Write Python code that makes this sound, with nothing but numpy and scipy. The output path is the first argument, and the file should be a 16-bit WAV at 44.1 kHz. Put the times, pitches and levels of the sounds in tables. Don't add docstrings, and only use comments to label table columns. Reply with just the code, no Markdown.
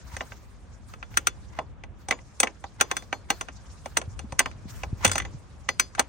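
import sys
import numpy as np
from scipy import signal
from scipy.io import wavfile
from scipy.ndimage import uniform_filter1d

SR = 44100
rng = np.random.default_rng(int(sys.argv[2]) if len(sys.argv) > 2 else 0)


def wrap_up_sound(samples):
    columns = np.atleast_2d(samples).T
    tamed = np.clip(columns, -1, 1)
    steps = np.round(tamed * 32767).astype(np.int16)
    wavfile.write(sys.argv[1], SR, steps)


N = 268348
AGE = np.arange(int(.36 * SR)) / SR
TOP_BAND_HZ = (12000, 16000)

# (time [s], clank level [dB], then relative to the clank: thud of the wood [dB],
# hardness of the contact [dB], free ring [dB]; pitch of the struck spot [Hz], strongest note of the free ring [Hz])
BLOWS = [(0.166, -37, -6, -7.5, -35, 1920, 6087), (0.207, -32.5, -1, -26, -30, 1160, 6087),
         (0.32, -43.5, -4, -34, -25, 1580, 6087), (0.937, -44, -9, -14.5, -20, 1270, 3461),
         (1.027, -37.5, -11.5, -25, -16.5, 1380, 3461), (1.141, -50.5, -5, -13, -24, 1270, 6087),
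         (1.1717, -18.5, -23, -5, -27, 1360, 6087), (1.27, -20, -19.5, -4.5, -18, 1350, 3461),
         (1.5877, -32.5, 4, -18.5, -18, 720, 3461), (1.8366, -45.5, -0.5, -14.5, -29, 2010, 1061),
         (2.0852, -39.5, 3.5, -1.5, -14, 804, 6087), (2.109, -21.5, -9, -11, -26, 1990, 3461),
         (2.123, -31.5, -5, -22, -11, 2210, 6790), (2.188, -53.5, -4, -26, -15, 1130, 3461),
         (2.4012, -27.5, -8.5, 5, -23, 2570, 9270), (2.431, -21, -3, -7.5, -31, 2100, 1061),
         (2.4715, -32, -11, -17, -24, 2420, 1061), (2.64, -40.5, 4, -15.5, -20, 800, 1061),
         (2.801, -36, -7, -10, -21.5, 1490, 6087), (2.81, -18, -10, -5, -12, 1367, 1061),
         (2.9127, -25.5, -6, -9, -17, 1067, 3461), (2.967, -31, -13, -3.5, -4, 1390, 3461),
         (3.023, -53, 2, -7, -20, 1480, 3461), (3.1268, -26, -5, -20, -13, 800, 4318),
         (3.3024, -20, -7.5, -8, -18, 800, 4318), (3.4101, -32.5, -7.5, -7, -17, 1400, 6087),
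         (3.485, -40.5, -4, -16, -27, 1380, 6087), (3.858, -41, 5, -8, -21, 638, 1061),
         (3.968, -29.5, -1.5, -21, -32, 2900, 1061), (3.9709, -26, -10.5, 0, -24, 1390, 6087),
         (4.015, -41, -2, -9, -30, 1410, 1061), (4.1915, -42.5, -2.5, -4, -11, 2650, 3461),
         (4.322, -42.5, 2.5, -6.5, -23, 930, 1061), (4.3919, -18, -25, -2, -18, 2100, 4895),
         (4.4015, -26, -1, -41, -13, 1620, 1061), (4.458, -29, -7, -17.5, -14.5, 1070, 4895),
         (4.513, -50.5, -12, -12, -20, 1420, 6087), (4.8336, -33, -3, -15.5, -26, 843, 1061),
         (5.047, -21, -5, -4, -28, 536, 3461), (5.05, -20.5, -8, -4, -13, 1980, 6087),
         (5.063, -32, -24, -2, 2.5, 1560, 3461), (5.077, -38.5, -3, 3.5, -4, 2140, 6790),
         (5.095, -36, -13, -7, -21, 1380, 3461), (5.115, -30.5, -12, -1, -1, 1400, 4895),
         (5.132, -45, -18, 3.5, 6, 2990, 6087), (5.1552, -29, -2, -6.5, 1, 800, 6087),
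         (5.18, -27, -33, -4.5, -6, 1400, 6087), (5.1998, -31, -13, -18, -16, 1970, 3461),
         (5.22, -43, -12, -10.5, -22, 2010, 6790), (5.25, -41, -2, -15, -9, 1890, 6790),
         (5.689, -23, -11, -10.5, -13, 2010, 4895), (5.797, -20, -20.5, -3, -8, 2415, 4895),
         (5.95, -40, -16, -9.5, -22, 1380, 6087), (5.98, -41.5, 7, -25, -18, 790, 1061),
         (5.9942, -18.5, -7.5, -5, -21, 795, 1061)]


def from_db(db):
    return 10 ** (np.asarray(db) / 20)


def rms_one(x):
    return x / np.sqrt(np.mean(x ** 2) + 1e-20)


def at_hz(points, hz):
    points_hz, values = np.transpose(points)
    return np.interp(np.log(hz), np.log(points_hz), values)


def in_time(curve):
    return np.interp(np.arange(N) / SR, *np.transpose(curve))


def dying(t60):
    return np.exp(-np.log(1000) * AGE / t60)


def rising(rise_s):
    return 1 - np.exp(-(AGE / rise_s) ** 2)


def add(out, s, sound):
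    start = int(s * SR)
    out[:, start:start + sound.shape[-1]] += sound[..., :N - start]


def band_noise(low, high, alike, order=3):
    sos = signal.butter(order, [low, high], "band", fs=SR, output="sos")
    mid, side = signal.sosfilt(sos, rng.standard_normal((2, N)))
    left_right = np.array([[1], [-1]])
    return rms_one(np.sqrt(1 + alike) * mid + np.sqrt(1 - alike) * side * left_right)


def pad_for_tail(noise):
    return np.pad(noise, ((0, 0), (0, len(AGE))), "wrap")


def drift(per_s):
    knots = rng.standard_normal(1000)
    return rms_one(np.interp(np.arange(N) / SR * per_s, np.arange(len(knots)), knots))


def shaped_noise(spectrum, patchy_db):
    # (frequency [Hz], correlation)
    likeness = [(40, .3), (100, .35), (250, .55), (1000, .4), (4000, .15), (14000, .3)]
    out = 0
    for low in 20 * 2 ** (np.arange(20) / 2):
        hz = low * 2 ** (1 / 4)
        if spectrum[0][0] <= hz <= spectrum[-1][0]:
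            level_db = at_hz(spectrum, hz) + patchy_db * drift(per_s=51)
            gain = from_db(level_db) * np.sqrt(hz)
            out = out + gain * band_noise(low, low * np.sqrt(2), at_hz(likeness, hz), order=2)
    return rms_one(out)


def closeness(hz, spot_hz):
    return np.exp(-(np.log2(hz / spot_hz) / .09) ** 2)


def strike(modes, spot_hz, spot_db=0, even_total=True):
    # (frequency [Hz], phase [rad])
    lead = [(200, 0), (800, .4), (1060, -1.2), (1380, -2.5), (1750, -.4), (2100, .4), (2760, 1.1),
            (4300, 1.1), (4900, -1.4), (6080, .9), (6800, 1.2), (7800, -1.5), (9000, -1.1), (16000, -.9)]
    hz, level_db, t60, pan_db = np.transpose(modes)
    near = closeness(hz, spot_hz[:, None])
    chance_db = 2.6 * rng.standard_normal(near.shape)
    size = from_db(level_db + spot_db * near + chance_db)
    if even_total:
        size = size / np.linalg.norm(size, axis=1, keepdims=True)
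    size = np.sqrt(2) * size * np.exp(2j * np.pi * rng.random(size.shape))
    pan = from_db(np.outer([1, -1], pan_db) / 2)
    phase = np.exp(1j * np.outer([1, -1], at_hz(lead, hz)) / 2)
    waves = np.exp(np.outer(2j * np.pi * hz - np.log(1000) / t60, AGE))
    strengths = (size[:, None] * pan * phase).reshape(-1, len(hz))
    return (strengths @ waves).real.reshape(len(BLOWS), 2, -1)


def chatter(gaps, t60, first_db=-22, loss_db=6):
    touches = np.zeros(len(AGE))
    at = np.minimum(np.cumsum(gaps) * SR, len(AGE) - 1).astype(int)
    touches[at] = from_db(first_db - loss_db * np.arange(len(gaps))) ** 2
    decay_per_sample = dying(t60)[1] ** 2
    rebounds = np.sqrt(signal.lfilter([1], [1, -decay_per_sample], touches + 1e-18))
    return np.hypot(dying(t60), uniform_filter1d(rebounds, size=64))


def clacks(tail_t60=0.2, grain_db=1.5, lead_in_db=-15, lead_in_t60=0.023, grip_t60=0.16, struck_db=2.5, spot_db=13):
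    # (low edge [Hz], high edge [Hz], relative level [dB], share of the thud, share of the hardness,
    # scatter over clear modes [dB], rise [s], base t60 [s], tail [dB], left-right correlation)
    parts = [(1094, 3000, -1.5, 0.027, 0.013, -0.5, .0007, 0.027, -31, 0.36),
             (224, 560, -8, 0.62, 0.14, -6, 0.0021, 0.14, -17, 0.39),
             (534.9, 1100, -.5, 0.99, 0.051, -7.5, 0.0018, 0.064, -16.5, 0.57),
             (2852, 5500, -3, 0.17, 0.71, 7, 0.0002, .025, -39.5, 0.082),
             (5700, 7140, 1, 0.022, 1.03, -2.5, 0.00072, .027, -34.5, .35),
             (7777, 9430, 2, 0.0098, 1.57, 0.5, 0.00059, 0.031, -44.5, 0.26)]
    # (frequency [Hz], relative level [dB], t60 before grip [s], left over right [dB])
    body_modes = [(255, 0, .09, 0), (380, -4, .07, -1), (535, -1, .06, 0), (655, -5, .06, -3),
                  (725, -1, .055, -3), (800, 0, .07, -3), (940, -7, .05, -4), (1060, -5, .09, -3),
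                  (1255, -4, .06, 1), (1400, -4, .06, 1), (1565, -3, .06, -1), (1820, -3, .05, -1),
                  (2010, -2, .055, -1), (2270, -2, .05, 0), (2560, -4, .04, 0), (2830, -4, .04, 1),
                  (3462, 0, .08, 2), (3800, -5, .04, 3), (4318, -2, .06, 4), (4892, -5, .05, 4),
                  (6080, 0, .055, 6), (6200, -9, .035, 4), (6830, -11, .055, 2), (7790, -6, .045, 1),
                  (8300, -8, .025, 1), (9010, 0, .036, 0), (9280, -6, .04, 0)]
    rebounds, rebound_s = 3, 0.0076
    mean_blow_db, longer_per_db = -27.5, 0.0011
    attack, lead = int(.016 * SR), int(.012 * SR)
    out = np.zeros((2, N))
    gaps = rebound_s * rng.uniform(.4, 1.6, (len(BLOWS), rebounds))
    *_, spots_hz, _ = np.transpose(BLOWS)
    grip = dying(grip_t60)
    lead_in = from_db(lead_in_db) * dying(lead_in_t60)[:lead][::-1] * np.linspace(0, 1, lead)
    for low, high, part_db, thud_share, hard_share, scatter_db, rise_s, t60, tail_db, alike in parts:
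        modes = [mode for mode in body_modes if low <= mode[0] < high]
        rings = strike(modes, spots_hz, spot_db=spot_db)
        scatter = pad_for_tail(band_noise(low, high, alike) * from_db(grain_db * drift(per_s=95)))
        tail, rise = from_db(tail_db) * dying(tail_t60), rising(rise_s)
        for (s, clank_db, thud_db, hard_db, _, spot_hz, _), ring, gap in zip(BLOWS, rings, gaps):
            start = int(s * SR)
            struck = low <= spot_hz < high
            level_db = clank_db + part_db + thud_share * thud_db + hard_share * hard_db + struck_db * struck
            contact = chatter(gap, t60 * np.exp(longer_per_db * (clank_db - mean_blow_db)))
            dense = from_db(scatter_db) * (contact + tail) * scatter[:, start:start + len(AGE)]
            sound = rise * (dense + grip * ring)
            attack_rms = np.sqrt(np.mean(sound[:, :attack] ** 2))
            add(out, s, from_db(level_db) * sound / attack_rms)
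            add(out, s - lead / SR, from_db(level_db) * lead_in * scatter[:, start - lead:start])
    return out


def sparkle(crack_db=-7, crack_t60=0.016, modes_db=-2, full_db=-25, steepness=1.5):
    # (frequency [Hz], relative level [dB], t60 [s], left over right [dB])
    top_modes = [(11900, -16, .04, 0), (12500, -16, .03, 0), (13050, -14, .035, 0), (13800, -14, .025, 0),
                 (14300, -8, .03, 0), (14900, -13, .025, 0), (15600, -9, .03, 0)]
    out = np.zeros((2, N))
    crack = pad_for_tail(band_noise(*TOP_BAND_HZ, .45))
    *_, spots_hz, _ = np.transpose(BLOWS)
    rings = strike(top_modes, spots_hz, even_total=False)
    for (s, clank_db, _, hard_db, *_), ring in zip(BLOWS, rings):
        start, sharp_db = int(s * SR), clank_db + hard_db
        snap = from_db(crack_db) * dying(crack_t60) * crack[:, start:start + len(AGE)]
        level_db = full_db + steepness * (sharp_db - full_db)
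        add(out, s, from_db(level_db) * rising(.0004) * (from_db(modes_db) * ring + snap))
    return out


def free_ringing(note_db=11, ring_db=-0.5):
    # (frequency [Hz], relative level [dB], t60 [s], left over right [dB])
    free_modes = [(1061, -4, .1, -3), (1430, -11, .08, 1), (2090, -6, .06, -1), (3461, -3, .13, 2),
                  (4318, -8, .17, 3), (4895, -8, .18, 3), (6087, -1, .13, 5), (6790, -5, .15, 2),
                  (7795, -11, .1, 1), (9270, -12, .1, 0), (11900, -24, .1, 0), (13070, -18, .12, 0)]
    out = np.zeros((2, N))
    *_, notes_hz = np.transpose(BLOWS)
    rings = strike(free_modes, notes_hz, spot_db=note_db)
    for (s, clank_db, _, _, free_db, *_), ring in zip(BLOWS, rings):
        add(out, s, from_db(clank_db + free_db + ring_db) * rising(0.00038) * ring)
    return out


def slides(swell_db=14, slip_db=3.5):
    # (start [s], end [s], final level [dB])
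    strokes = [(0.099, 0.156, -42.5), (1.494, 1.583, -49), (2.784, 2.799, -42), (2.899, 2.911, -36.5),
               (3.287, 3.295, -40.5), (5.009, 5.05, -30), (5.966, 5.99, -42)]
    # (frequency [Hz], width [Hz], relative level [dB])
    rubbed = [(932, 95, 0), (1450, 440, -3.5), (2050, 120, -5), (2940, 1400, -11), (6130, 1500, -11.5)]
    t = np.arange(N) / SR
    pressure = np.zeros(N)
    for start, end, level_db in strokes:
        approach = np.clip((t - end) / (end - start), -1, 0)
        pressure += ((t > start) & (t < end)) * from_db(level_db + swell_db * approach)
    rub = np.zeros((2, N))
    for hz, width, level_db in rubbed:
        rub += from_db(level_db) * band_noise(hz - width / 2, hz + width / 2, 0.19, order=1)
    return pressure * rms_one(rub * from_db(slip_db * drift(per_s=150)))


def bumps(rise_s=0.0018, gain_db=3):
    # (time [s], relative level [dB], pitch [Hz], t60 [s])
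    pushes = [(0.137, -31, 84, 0.068), (4.077, -27.5, 86.4, 0.099), (4.242, -32, 224, 0.061),
              (4.325, -23, 114, 0.03), (4.654, -27.5, 192.6, 0.034), (4.928, -14, 104, 0.033),
              (5.05, -23.5, 204, 0.067), (5.066, -27, 95.7, 0.32), (5.345, -29, 130, 0.058)]
    out = np.zeros((2, N))
    for s, level_db, hz, t60 in pushes:
        tone = np.sin(2 * np.pi * hz * AGE)
        add(out, s, from_db(level_db + gain_db) * rising(rise_s) * dying(t60) * tone)
    return out


def sleeve(hiss_db=1, top_hiss_db=-10, skew=0.48):
    # (start [s], length [s], relative level [dB])
    swishes = [(0.032, 0.53, -55), (0.881, 0.09, -57), (1.102, 0.18, -56.5), (1.986, 0.098, -62.5),
               (2.87, 0.25, -56), (3.32, 0.14, -53), (3.84, .15, -57), (4.679, 0.21, -49.5),
               (4.97, .14, -56)]
    # (time [s], relative level [dB])
    hiss = [(0, -57), (.6, -65.5), (1.4, -61.5), (1.83, -76.5), (2.3, -61.5), (3.15, -64), (3.65, -57.5),
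            (4.1, -61), (5.2, -60.5), (6.08, -62.5)]
    # (frequency [Hz], relative density [dB per Hz])
    cloth_spectrum = [(400, -8.5), (1000, 13), (2000, 6), (3500, 1.5), (5000, 7), (6500, 6.5), (9000, -1),
                      (11000, -29.5), (14500, -27.5), (17000, -24)]
    t = np.arange(N) / SR
    brush = np.zeros(N)
    for s, length, level_db in swishes:
        progress = np.clip((t - s) / length, 0, 1)
        brush += from_db(level_db) * np.sin(np.pi * progress ** skew)
    top_hiss = from_db(top_hiss_db) * brush * band_noise(*TOP_BAND_HZ, 0.24)
    level = from_db(hiss_db) * np.hypot(brush, from_db(in_time(hiss)))
    return level * shaped_noise(cloth_spectrum, patchy_db=3.5) + top_hiss


def background(rumble_db=4, rustle_db=-54.5, rustle_follows=0.54, lumpy_db=1.0):
    # (time [s], relative level [dB])
    air = [(0.0, -48.5), (0.51, -51.5), (0.86, -50.5), (1.83, -47.5), (2.45, -55), (3.01, -50),
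           (3.88, -50.5), (4.21, -46), (4.69, -45.5), (5.25, -40), (5.45, -48.5), (6.08, -50.5)]
    # (frequency [Hz], relative density [dB per Hz])
    rumble_spectrum = [(20, -39.5), (35, -13), (50, 1), (68, 2.5), (100, -3.5), (140, -12.5), (220, -32.5),
                       (400, -50.5)]
    # (frequency [Hz], relative density [dB per Hz])
    rustle_spectrum = [(90, -18.5), (150, 3.5), (220, -1), (330, -9), (500, -9), (1000, -14), (2000, -22.5),
                       (4000, -32.5)]
    air_db = in_time(air)
    rumble_level = from_db(air_db + rumble_db + lumpy_db * drift(per_s=14))
    rustle_level = from_db(rustle_db + rustle_follows * (air_db - air_db.mean()))
    rumble = rumble_level * shaped_noise(rumble_spectrum, patchy_db=0.5)
    return rumble + rustle_level * shaped_noise(rustle_spectrum, patchy_db=1.5)


def scene():
    return clacks() + sparkle() + free_ringing() + slides() + bumps() + sleeve() + background()


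def record(dry, low_cut_hz=36, dip_hz=11000, dip_width_hz=2200, top_stop_hz=17400):
    heard = signal.sosfilt(signal.butter(3, low_cut_hz, "high", fs=SR, output="sos"), dry)
    heard = signal.lfilter(*signal.iirnotch(dip_hz, dip_hz / dip_width_hz, fs=SR), heard)
    rounded = np.tanh(heard)
    return signal.sosfilt(signal.cheby2(14, 70, top_stop_hz, fs=SR, output="sos"), rounded)


dry = scene()
out = record(dry)
wrap_up_sound(out)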